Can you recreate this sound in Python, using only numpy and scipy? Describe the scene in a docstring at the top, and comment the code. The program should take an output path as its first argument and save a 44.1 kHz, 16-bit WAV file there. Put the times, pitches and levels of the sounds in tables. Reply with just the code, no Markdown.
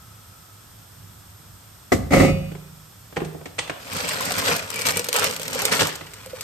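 """First a gas burner, rumbling and hissing under a big pot, heard on a stereo microphone in a kitchen.
At 1.9 s a steel lid comes down on the counter: one clank, then it rattles flat and rings. A few things
are knocked about and the counter hums. From 3.6 s a plastic bag of dry pasta is picked up and carried
to the pot: its film crinkles and snaps, the pieces tumble inside, the air in the bag answers hollowly
and the load thumps. Tiled walls add a short reverberation to everything but the burner."""
import sys
import numpy as np
from scipy import signal
from scipy.fft import rfft, irfft, next_fast_len
from scipy.io import wavfile
from scipy.ndimage import uniform_filter1d, map_coordinates

SR = 44100
rng = np.random.default_rng(int(sys.argv[2]) if len(sys.argv) > 2 else 0)


def wav_out(sig):
    """Save sig, one row per channel (or a flat mono array), as 16-bit PCM at SR to the path in sys.argv[1]."""
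    wavfile.write(sys.argv[1], SR, np.round(np.clip(np.atleast_2d(sig).T, -1, 1) * 32767).astype(np.int16))


N = 283563
TIME = np.arange(N) / SR


def amp(db):
    """Decibels to gain."""
    return 10 ** (np.asarray(db) / 20)


def unit(x):
    """Scale to rms 1."""
    return x / np.sqrt(np.mean(x ** 2) + 1e-20)


def along(points, hz):
    """Read (f/Hz, value) points on a log frequency axis."""
    freqs, values = np.transpose(points)
    return np.interp(np.log(hz + 1), np.log(freqs + 1), values)


def resonant(peaks):
    """Colour in dB of steep resonances given as (f/Hz, width/Hz, level/dB)."""
    return lambda hz: 20 * np.log10(sum(amp(db) / (1 + (2 * (hz - centre) / width) ** 4)
                                        for centre, width, db in peaks))


def wobble(rate):
    """A smooth random curve, rate knots a second."""
    return map_coordinates(rng.standard_normal(int(N * rate / SR) + 4), [TIME * rate])


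def swell(t, start, hold, rise, fall):
    """Gain of a gesture: full from start for hold seconds, 20 dB per rise or fall time on either side."""
    return 10 ** (np.minimum(t - start, 0) / rise - np.maximum(t - start - hold, 0) / fall)


def filtered(x, response):
    """x times a response of frequency."""
    n = x.shape[-1]
    padded = next_fast_len(n + 2048, True)
    return irfft(rfft(x, padded) * response(np.fft.rfftfreq(padded, 1 / SR)), padded)[..., :n]


def dying(x, decay):
    """Each frequency region of x fades at its own t60."""
    t = np.arange(x.shape[-1]) / SR
    centres, t60s = np.transpose(decay)
    return sum(filtered(x, lambda hz: along(np.c_[centres, band], hz)) * amp(-60 * t / t60)
               for band, t60 in zip(np.eye(len(decay)), t60s))


def add(track, s, sound):
    """Mix a sound in at time s."""
    part = track[..., round(s * SR):][..., :sound.shape[-1]]
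    part += sound[..., :part.shape[-1]]


def panned(db):
    """Gains that put the left microphone db above the right."""
    return amp([[db / 2], [-db / 2]])


def leading(x, lag):
    """A sound from one side reaches the right microphone lag seconds after the left."""
    return filtered(x, lambda hz: np.exp(-2j * np.pi * hz * np.array([[0], [lag]])))


# How alike the two microphones hear the room: f/Hz, correlation
MIC_LIKENESS = [(60, 0.95), (150, 1), (300, 0.16), (600, 0.055), (1200, 0.32), (3000, 0.2), (8000, 0.081),
                (12000, 0.041)]
def noise(colour_db, size):
    """Stereo noise of rms 1: the microphones agree in the bass and differ in the treble."""
    hz = np.fft.rfftfreq(size, 1 / SR)
    alike = np.clip(along(MIC_LIKENESS, hz), -1, 1)
    phases = np.exp(2j * np.pi * rng.random((2, len(hz))))
    mid, side = irfft(phases * amp(colour_db(hz)) * np.sqrt([1 + alike, 1 - alike]), size)
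    return unit(np.array([mid + side, mid - side]))


def blow(spectrum, decay, bass_db, treble_db, bass_hz, treble_hz):
    """Dense short resonances of a struck thing: heavy contact adds bass, hard contact treble."""
    def colour(hz):
        bass = bass_db / (1 + (hz / bass_hz) ** 2)
        treble = treble_db * hz ** 2 / (hz ** 2 + treble_hz ** 2)
        return along(spectrum, hz) + bass + treble
    t = np.arange(SR // 4) / SR
    return dying(noise(colour, len(t)), decay) * (1 - np.exp(-t / 0.0026))


# Colour of the sound off the tiles: f/Hz, level/dB
TILE_COLOUR = [(150, -13), (300, -2), (700, 0), (1500, 0), (2100, -6), (3000, 0), (12000, 0)]
# Its decay: f/Hz, t60/s
TILE_DECAY = [(100, 0.39), (500, 0.63), (3000, 0.59), (12000, 0.23)]
def room(x):
    """The tiled kitchen answers 5 ms after the direct sound, mostly above the bass."""
    tail = dying(noise(lambda hz: along(TILE_COLOUR, hz), SR // 2), TILE_DECAY)
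    tail = np.pad(tail, ((0, 0), (SR // 200, 0)))
    return signal.fftconvolve(x, tail / np.linalg.norm(tail[0]), axes=1)[:, :N]


# The flame under the pot: f/Hz, level/dB
FLAME_COLOUR = [(20, -34), (45, -11), (75, -7), (105, -2), (135, -10), (170, -10), (230, -17), (450, -22),
                (800, -21.5), (1400, -21), (2100, -27.5), (4300, -27.5), (7500, -26.5), (13200, -25.5),
                (16000, -40)]
# Resonances of the gas jet: f/Hz, width/Hz, boost/dB
JET_PEAKS = [(1303, 100, 6), (3400, 400, 4), (5233, 300, 5), (8452, 500, 2), (12600, 1200, 2)]
# Course of the lowest one, a faint whistle: t/s, level/dB
WHISTLE_LEVEL = [(.5, 3), (.9, -1.5)]
def stove():
    """In the background the flame flutters and gas hisses through its jet, over a low hum."""
    jet_db = lambda hz: sum(db / (1 + (2 * (hz - centre) / width) ** 2)
                            for centre, width, db in JET_PEAKS)
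    flame = noise(lambda hz: along(FLAME_COLOUR, hz) + jet_db(hz), N)
    rumble = filtered(flame, lambda hz: 1 / (1 + (hz / 220) ** 4))
    flutter = amp(2 * wobble(8))
    whistle_hz, width_hz, _ = JET_PEAKS[0]
    whistle = filtered(flame, lambda hz: 1 / (1 + (2 * (hz - whistle_hz) / width_hz) ** 2))
    waver = amp(np.interp(TIME, *np.transpose(WHISTLE_LEVEL)) + 2 * wobble(2.5))
    hum = amp(-55 + 3.5 * wobble(5)) * np.sin(2 * np.pi * 102 * TIME + wobble(6))
    return amp(-47) * (flame + rumble * (flutter - 1) + whistle * (waver - 1)) + hum


# Knocks, and faint lead-ins just before two of them:
# t/s, level/dB, extra bass/dB, extra treble/dB, low hum/dB, high hum/dB
KNOCKS_AND_LEAD_INS = [(2.517, -28, 9, -7, -47, -52), (2.55, -29.5, -6, -18, -53, -33.5),
                       (3.125, -31, 2, -12, -60, -49), (3.161, -26, -8, -5, -60, -55),
                       (3.167, -11, -4.5, -17.5, -42, -25), (3.175, -18.5, 3, -19, -28, -33),
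                       (3.202, -22, -4, -16, -50, -46), (3.217, -16, 9, -30, -26, -21),
                       (3.246, -29.5, -4, 17, -45, -48), (3.256, -44, 4, -20, -29, -30),
                       (3.345, -24.5, 17, -32, -49, -36), (3.411, -31, 0, -28, -38.5, -76.5),
                       (3.456, -20, 3.5, -5.5, -48.5, -36), (3.582, -19, -4, -5, -45, -48),
                       (3.588, -9, -10, 3.5, -43, -46), (3.675, -27, -9, -4, -60, -55),
                       (3.696, -12, -13.5, -19, -50, -36), (5.808, -9, 9, 15, -49, -44),
                       (5.817, -11, 14, 5, -29, -31), (6.009, -22, -10, -14, -42, -44)]
# Colour of a knock: f/Hz, level/dB
KNOCK_COLOUR = [(40, -18), (120, -5.5), (200, -8.5), (300, 3.5), (680, 5), (1200, -1), (2000, 4.5),
                (3500, -3), (5500, -10.5), (9000, -11), (16000, -109)]
# Its decay: f/Hz, t60/s
KNOCK_T60 = [(100, 0.2), (400, 0.05), (1500, 0.028), (9000, 0.048)]
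# The counter's low hum, then the pair that makes its high hum: f/Hz, t60/s
COUNTER_MODES = [(157, 0.36), (298, 0.049), (393, 0.1)]
def knocks():
    """Things are moved about on the counter; heavy ones leave it humming."""
    out, t = np.zeros((2, N)), np.arange(SR // 2) / SR
    onset = 1 - np.exp(-t / 0.0019)
    low, second, third = [onset * amp(-60 * t / t60) * np.sin(2 * np.pi * hz * t)
                          for hz, t60 in COUNTER_MODES]
    high = 0.21 * second + 1.08 * third
    for s, db, bass_db, treble_db, low_db, high_db in KNOCKS_AND_LEAD_INS:
        knock = blow(KNOCK_COLOUR, KNOCK_T60, bass_db, treble_db, bass_hz=597, treble_hz=2190)
        add(out, s, amp(db) * knock)
        add(out, s, amp(low_db) * low + amp(high_db) * high)
    return out


# Steelware on the counter: f/Hz, relative level/dB, t60/s
STEELWARE_MODES = [(1940, 9, 0.14), (2810, -4, .25), (3500, -6, .3), (4000, -13, 0.27)]
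def clink(at_s=3.589, level_db=-38):
    """One hard knock catches a piece of steelware, which rings briefly."""
    out, t = np.zeros((2, N)), np.arange(SR // 2) / SR
    for hz, db, t60 in STEELWARE_MODES:
        tone = np.sin(2 * np.pi * (hz * t + rng.random((2, 1))))
        add(out, at_s, amp(level_db + db - 60 * t / t60) * tone)
    return out


# Modes of the lid and the board under it: f/Hz, relative level/dB, t60/s
LID_MODES = [(48.6, -14.5, 0.85), (100, -12.5, 0.78), (153, -6.5, 1), (181, -11.5, 1), (215, -19, 0.3),
             (258, -2.5, 0.15), (282, -4.5, 0.25), (412, -19, 0.32), (541, -4.5, 0.5), (556, -15, .3),
             (712, -5, 0.1), (755, -10, 0.13), (1030, -29, .28), (1225, -16, 0.13), (1295, -18, 0.18),
             (1880, -27, .35), (1965, -18, 0.2), (2056, -8, 0.16), (2222, -16, 0.33), (2458, -30, .55),
             (2472, -19.5, 0.8), (2676, -26, 0.52), (2837, -28, 0.78), (2929, -29, 0.7), (2998, -25, .3),
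             (3456, -32, 0.68), (3569, -33, .52), (3840, -33, 0.75), (3908, -29, .33), (4500, -27.5, 0.68),
             (4705, -32, 0.55), (5922, -29, 0.43)]
def lid_ring(held, free, mitt_db=-16, mitt_hz=450):
    """Contact energy feeds each mode; while the lid is held, a mitt soaks up most, above all the highs."""
    ring, t = np.zeros((2, len(free))), np.arange(len(free)) / SR
    for hz, db, t60 in LID_MODES:
        pushes = free + held * amp(mitt_db) ** 2 / (1 + (hz / mitt_hz) ** 2)
        energy = signal.lfilter([1], [1, -amp(-60 / t60 / SR) ** 2], pushes + 1e-20)
        swing = uniform_filter1d(np.sqrt(energy), size=200)
        waver = amp(2 * (hz > 1000) * wobble(16)[:len(t)])  # rocking makes the high modes waver
        lag = np.array([[0], [rng.uniform(-0.00017, .0001)]])  # each mode arrives from its own side
        jolts = np.cumsum(rng.standard_normal(len(t)) * np.sqrt(pushes / energy))  # from each contact
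        phase = 2 * np.pi * hz * (t - lag) + uniform_filter1d(jolts, size=200)
        ring += amp(db) * swing * waver * np.sin(phase)
    return ring


# The lid hits the counter: t/s, level/dB, extra bass/dB, extra treble/dB
LID_HITS = [(1.919, -3, -13, -9.5), (1.925, -11, 15, -13), (2.109, -17, 12, -22), (2.121, -11, -1, -1),
            (2.132, -6.5, -31, -13.5), (2.14, -11, 15, -14), (2.167, -7.5, 6, -10), (2.198, -8, -31, -18),
            (2.205, -8, -5, -15), (2.232, -11.5, 1, -10), (2.246, -10, 5, -6), (2.28, -14, 2, -9)]
# Colour of a hit: f/Hz, level/dB
CLANK_COLOUR = [(25, -28), (50, -13), (85, -8.5), (160, -12), (265, 3.5), (370, 1), (480, 1), (690, 0),
                (950, -15), (1250, -10), (1650, -23), (2030, -7.5), (2500, -22.5), (3200, -26), (6500, -26),
                (12800, -34.5), (16000, -55)]
# Its decay: f/Hz, t60/s
CLANK_T60 = [(80, 0.84), (300, 0.13), (800, 0.049), (2200, 0.087), (10000, 0.2)]
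def lid(let_go_s=2.1, chatter_per_s=68):
    """The lid clanks while the mitt still damps it, then is let go, chatters on its rim and rings."""
    def contact(bass_db, treble_db):
        return blow(CLANK_COLOUR, CLANK_T60, bass_db, treble_db, bass_hz=404, treble_hz=2500)
    out, first_s = np.zeros((2, N)), LID_HITS[0][0]
    held, free = np.zeros((2, 3 * SR // 2))
    for s, db, bass_db, treble_db in LID_HITS:
        add(out, s, amp(db) * contact(bass_db, treble_db))
        pushes = held if s < let_go_s else free
        pushes[round((s - first_s) * SR)] += amp(db) ** 2
    for k, jitter in enumerate(rng.random(size=14)):  # light rim contacts between the hits
        s = let_go_s + (k + jitter / 2) / chatter_per_s
        force = amp(-16.5) * swell(s, start=2.135, hold=0.069, rise=0.084, fall=0.15)
        add(out, s, force * contact(bass_db=-38, treble_db=-8))
    add(out, first_s, amp(-8) * lid_ring(held, free))
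    return out


# The bag nears the pot, moving from the left towards the centre: t/s, lag/s
BAG_PATH = [(5.1, .00028), (6.3, 0.000082)]
def bag_lag(t):
    """Seconds by which the left microphone hears the bag first."""
    return np.interp(t, *np.transpose(BAG_PATH))


# The hand's steady work on the bag: t/s, effort/dB
HANDLING = [(3.61, -55), (3.7, -60), (3.78, -54), (3.89, -41), (3.98, -33.5), (4.25, -32.5), (4.52, -28.5),
            (4.68, -44), (4.735, -40.5), (4.80, -34.5), (4.84, -41.5), (4.91, -37), (5.03, -40),
            (5.11, -40), (5.28, -37), (5.33, -38.5), (5.40, -42), (5.47, -39), (5.52, -38), (5.57, -32.5),
            (5.67, -32.5), (5.74, -28), (5.85, -33.5), (6.03, -52.5), (6.31, -49.5), (6.43, -47.5)]
def effort(t):
    """Gain of the steady handling at times t, silent before the bag is touched."""
    return amp(np.interp(t, *np.transpose(HANDLING), left=-120))


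def grains(rate, pitch_hz, cycles, spread_db, pitch_spread=0.8, size=96):
    """Random ticks from the bag, each a damped sine of its own pitch, strength and direction; rms 1."""
    count, k = int(rate * N / SR), np.arange(size)
    pitch, strength, angle, balance = rng.standard_normal((count, 4)).T[..., None]
    start = rng.integers(SR // 100, N, count)[:, None]
    turns = np.clip(pitch_hz * np.exp(pitch_spread * pitch), 200, SR / 3) * k / SR
    ticks = amp(spread_db * np.minimum(strength, 2)) * np.sin(2 * np.pi * turns) * np.exp(-turns / cycles)
    delay = (SR * bag_lag(start / SR) * (1 + 0.37 * angle)).astype(int)
    mics = [(start + k, ticks), (start + k + delay, ticks * amp(2 * balance))]
    return np.array([unit(np.bincount(at.ravel(), heard.ravel(), N)[:N]) for at, heard in mics])


def scattered(x, t60, share=.7):
    """Part of each tick bounces around in the folds of the bag, which keep changing shape."""
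    out, t = x.copy(), np.arange(SR // 20) / SR
    for start in range(0, N, len(t)):
        tail = rng.standard_normal((2, len(t))) * amp(-60 * t / t60)
        tail /= np.linalg.norm(tail[0])
        add(out, start / SR, share * signal.fftconvolve(x[:, start:start + len(t)], tail, axes=1))
    return out


# Resonances of the gripped film: f/Hz, width/Hz, level/dB
GRIP_PEAKS = [(1930, 70, -7), (2295, 110, 0), (2480, 200, -7), (2810, 60, -5)]
def rub():
    """Under a tighter grip the film scrapes over itself and sings in a few narrow, rough bands."""
    scrape = noise(resonant(GRIP_PEAKS), N) * amp(-36 + 2.5 * wobble(50))
    return scrape * swell(TIME, start=4.75, hold=.22, rise=.04, fall=.15)


# Clumps of pasta drop against the bag: t/s, level/dB, f/Hz
PASTA_DROPS = [(4.208, -24, 1024), (4.305, -21, 724), (4.505, -21, 475), (4.565, -27, 535), (4.6, -29, 556),
               (4.795, -25, 480), (4.866, -33, 486), (4.966, -24, 477), (4.995, -22, 478),
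               (5.088, -22, 492), (5.142, -21, 475), (5.235, -33, 510), (5.275, -23.5, 457),
               (5.305, -26, 502), (5.398, -26.5, 520), (5.481, -34, 527), (5.555, -22.5, 517),
               (5.74, -31, 507), (5.815, -18, 550), (6.262, -29, 522), (6.332, -22.5, 518),
               (6.378, -39, 504)]
def slumps(width_hz=200, t60=.07):
    """A clump of pasta lands and the bag answers with a short hollow knock."""
    out, t = np.zeros((2, N)), np.arange(SR // 6) / SR
    onset = 1 - np.exp(-t / 0.0012)
    for s, db, hz in PASTA_DROPS:
        hollow = .5 * noise(resonant([(hz, width_hz, 0)]), len(t))
        add(out, s, amp(db - 60 * t / t60) * onset * (np.sin(2 * np.pi * hz * t) + hollow))
    return out


# Dry pasta shifting in the bag: f/Hz, level/dB
PASTA_COLOUR = [(250, -19), (340, -17), (420, -7), (540, -3), (690, -5), (820, -8), (1000, -4.5),
                (1150, -4.5), (1420, 0), (1800, -3.5), (2400, -7), (3500, -15), (6000, -40)]
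def pasta(clumps):
    """Pieces tumble in clumps, and single ones clack and ring briefly as they meet."""
    ticks = grains(rate=1500, pitch_hz=1500, cycles=.5, spread_db=3) * amp(1.5 * clumps)
    tumble = unit(filtered(scattered(ticks, t60=.05), lambda hz: amp(along(PASTA_COLOUR, hz))))
    clacks = grains(rate=90, pitch_hz=1300, cycles=5, spread_db=2.5, pitch_spread=.35, size=900)
    return amp(-1) * tumble + amp(-7) * clacks


# The plastic film, crinkling or snapping: f/Hz, level/dB
FILM_COLOUR = [(400, -30), (900, -7), (1300, -2.5), (1750, -2.5), (2350, -.5), (3700, -3), (4900, -.5),
               (6500, -2), (8300, -.5), (13000, -3), (14300, -9), (15000, -24), (16000, -32)]
def crinkle(clumps, taut):
    """The film gives off tiny ticks in clumps, more unevenly when taut."""
    ticks = grains(rate=3000, pitch_hz=7000, cycles=.5, spread_db=4.5) * amp((1.2 + .9 * taut) * clumps)
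    return unit(filtered(scattered(ticks, t60=.03), lambda hz: amp(along(FILM_COLOUR, hz))))


# Big creases buckle: t/s, level/dB, left over right/dB, length/s
CREASES = [(3.933, -12.5, 6, 0.011), (3.9655, -11, 6, 0.006), (4.089, -6, 5, 0.0064), (4.135, -13, 5, .005),
           (4.207, -5.5, 1, 0.0058), (4.253, -6.5, 3, 0.0054), (4.32, -6, 5, .005), (4.384, -4, 4, .014),
           (4.564, -4.5, 2, 0.0038), (4.703, -11, 10, 0.0021), (4.716, -23, 3, .003),
           (4.743, -13, 5, 0.0033), (4.759, -10, 7, 0.0023), (4.792, -10, 9, 0.0073),
           (4.812, -11, 4, 0.0033), (4.819, -6, 4, 0.0025), (4.859, -7, 7, 0.0061),
           (4.868, 0.5, 9.5, 0.007), (4.887, -1, 0, 0.0022), (4.907, -3.5, 0, 0.017),
           (4.959, -14, 3, 0.0042), (4.971, -0.5, 2, 0.0062), (4.994, -3, 3, 0.0045),
           (5.044, -6, 0, 0.0049), (5.067, -16, 0, 0.0031), (5.087, -2.5, 0, 0.0051),
           (5.129, -1, 1.5, 0.0017), (5.141, -4.5, 0, .005), (5.163, 0, 1, 0.0093),
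           (5.194, -6, -12, 0.0062), (5.242, -2, -5, 0.0044), (5.31, -8, -3, 0.0019), (5.325, -16, 0, .003),
           (5.348, -22, 0, 0.0035), (5.364, -8.5, 2, 0.0027), (5.397, -12, -3, 0.0018),
           (5.417, -10, 0, 0.0037), (5.4317, -11, 3, 0.0017), (5.453, -17, -2, 0.0037),
           (5.48, -7.5, -1, 0.0026), (5.509, -16, 2, 0.0023), (5.5323, -7.5, 0, 0.0037),
           (5.548, -8, 0, 0.0037), (5.619, -3, 3, 0.005), (5.653, 4.5, -1.5, 0.0048),
           (5.871, -6.5, -3, .005), (5.955, -12.5, -2, 0.01), (6.064, -30, -4, 0.0024),
           (6.136, -17.5, 0, 0.0058), (6.243, -35, 3, .002), (6.261, -21, 0, 0.0029),
           (6.359, -32, 3, 0.0017), (6.4098, -8.5, 5, 0.0097)]
def snaps(small_per_s=3.8):
    """A crease buckles in a quick run of cracks, then the folds shiver; small ones follow the effort."""
    out, t = np.zeros((2, N)), np.arange(-SR // 100, SR // 10) / SR
    crack = lambda start: amp(-60 * abs(t - start) / 0.001) * (t >= start)
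    begin, end = HANDLING[0][0], HANDLING[-1][0]
    times = rng.uniform(begin, end, size=int(small_per_s * (end - begin)))
    big = [(s, amp(db), pan_db, length) for s, db, pan_db, length in CREASES]
    small = [(s, amp(1) * effort(s), 0, .003) for s in times]
    for s, gain, pan_db, length in big + small:
        pitch_hz = 6000 * np.exp(.5 * rng.standard_normal())
        colour = lambda hz: along(FILM_COLOUR, hz) + 3 / (1 + ((hz - pitch_hz) / 4000) ** 2)
        later_energy = sum(crack(start) ** 2 / 2 for start in rng.uniform(0, length, size=4))
        run = 1.5 * np.tanh(noise(colour, len(t))[0]) * np.sqrt(crack(0) ** 2 + later_energy)
        direct = leading(run, lag=bag_lag(s) * rng.uniform(.7, 1.3))
        folds = noise(colour, len(t)) * amp(-12 - 60 * abs(t) / .04) * (t >= 0)
        add(out, s + t[0], gain * panned(pan_db) * (direct + folds) / 2)
    return out


# The bag is jerked and its load slides: t/s, length/s, effort/dB, thump over effort/dB
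BAG_JERKS = [(4.378, 0.011, -44.5, 12), (4.481, 0.055, -35, -1), (4.857, 0.031, -29, -6),
             (4.965, 0.009, -37, -1), (5.149, 0.1, -29, -23), (5.627, 0.025, -37, -6),
             (5.721, 0.032, -34.5, -17), (5.797, 0.024, -26, -7)]
# Resonances of the air in the bag: f/Hz, width/Hz, level/dB
BAG_AIR = [(435, 65, 0), (535, 95, 0), (660, 60, -8), (930, 200, -8)]
# Thump of the load: f/Hz, level/dB
THUMP_COLOUR = [(30, -49), (65, -33), (95, 1), (130, -8), (170, 2.5), (220, -7.5), (275, 3), (335, -19),
                (500, -47)]
def bag(taut_s=4.7):
    """One effort drives it all: film crinkles, pasta tumbles, the hollow answers and the load thumps."""
    steady = effort(TIME)
    drive, heave = steady, amp(-8) * steady
    for s, length, db, thump_db in BAG_JERKS:
        jerk = amp(db) * swell(TIME, s, length, rise=0.0093, fall=0.054)
        drive = drive + jerk
        heave = heave + amp(thump_db) * jerk
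    clumps, taut = np.minimum(wobble(70), 1.6), TIME > taut_s
    film = amp(4) * panned(db=0.5) * crinkle(clumps, taut)
    pieces = amp(-3 * taut) * pasta(clumps)  # packed tighter in the hanging bag, they sound less
    hollow = noise(resonant(BAG_AIR), N) * amp(-3.5 - 4.5 * ~taut + clumps)  # weaker while slack
    thump = noise(lambda hz: along(THUMP_COLOUR, hz), N) * amp(3.4 * wobble(25))
    return drive * (film + pieces + hollow) + heave * thump


def scene():
    """The kitchen at the microphone: bag and lid sound close, the knocks farther off with more room."""
    clank = lid()
    bumps = knocks() + clink()
    rustle = bag() + snaps() + slumps() + rub()
    reverb = room(amp(-13) * clank + amp(-7) * bumps + amp(-15) * rustle)
    return clank + bumps + rustle + reverb + stove()


# Mismatch of the two microphones: f/Hz, left over right/dB
MIC_BALANCE = [(60, 0), (150, -5), (380, 0), (950, -1), (2380, 1), (5980, -1), (15000, -1)]
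# The stereo image, narrow near 8.5 and 12 kHz, very wide around 10.5 kHz: f/Hz, side over mid/dB
STEREO_WIDTH = [(5000, -0.5), (7000, -1.5), (8500, -11.5), (9500, 0.5), (10100, 26.5), (10800, 25.5),
                (11300, 5.5), (12300, -10), (16000, 14)]
def record(dry, low_cut_hz=33, top_hz=16100):
    """Two slightly unequal microphones; then the image narrows and widens in the treble; band limits."""
    balance = lambda hz: amp(np.outer([.5, -.5], along(MIC_BALANCE, hz)))
    angle = lambda hz: np.arctan(amp(along(STEREO_WIDTH, hz)))
    width = lambda hz: np.array([np.cos(angle(hz)), np.sin(angle(hz))])
    band = lambda hz: (hz < top_hz) * hz ** 6 / (hz ** 6 + low_cut_hz ** 6)
    left, right = filtered(dry, balance)
    mid, side = filtered(np.array([left + right, left - right]) / np.sqrt(2), width)
    return filtered(np.array([mid + side, mid - side]), band)


dry = scene()
out = record(dry)
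wav_out(out)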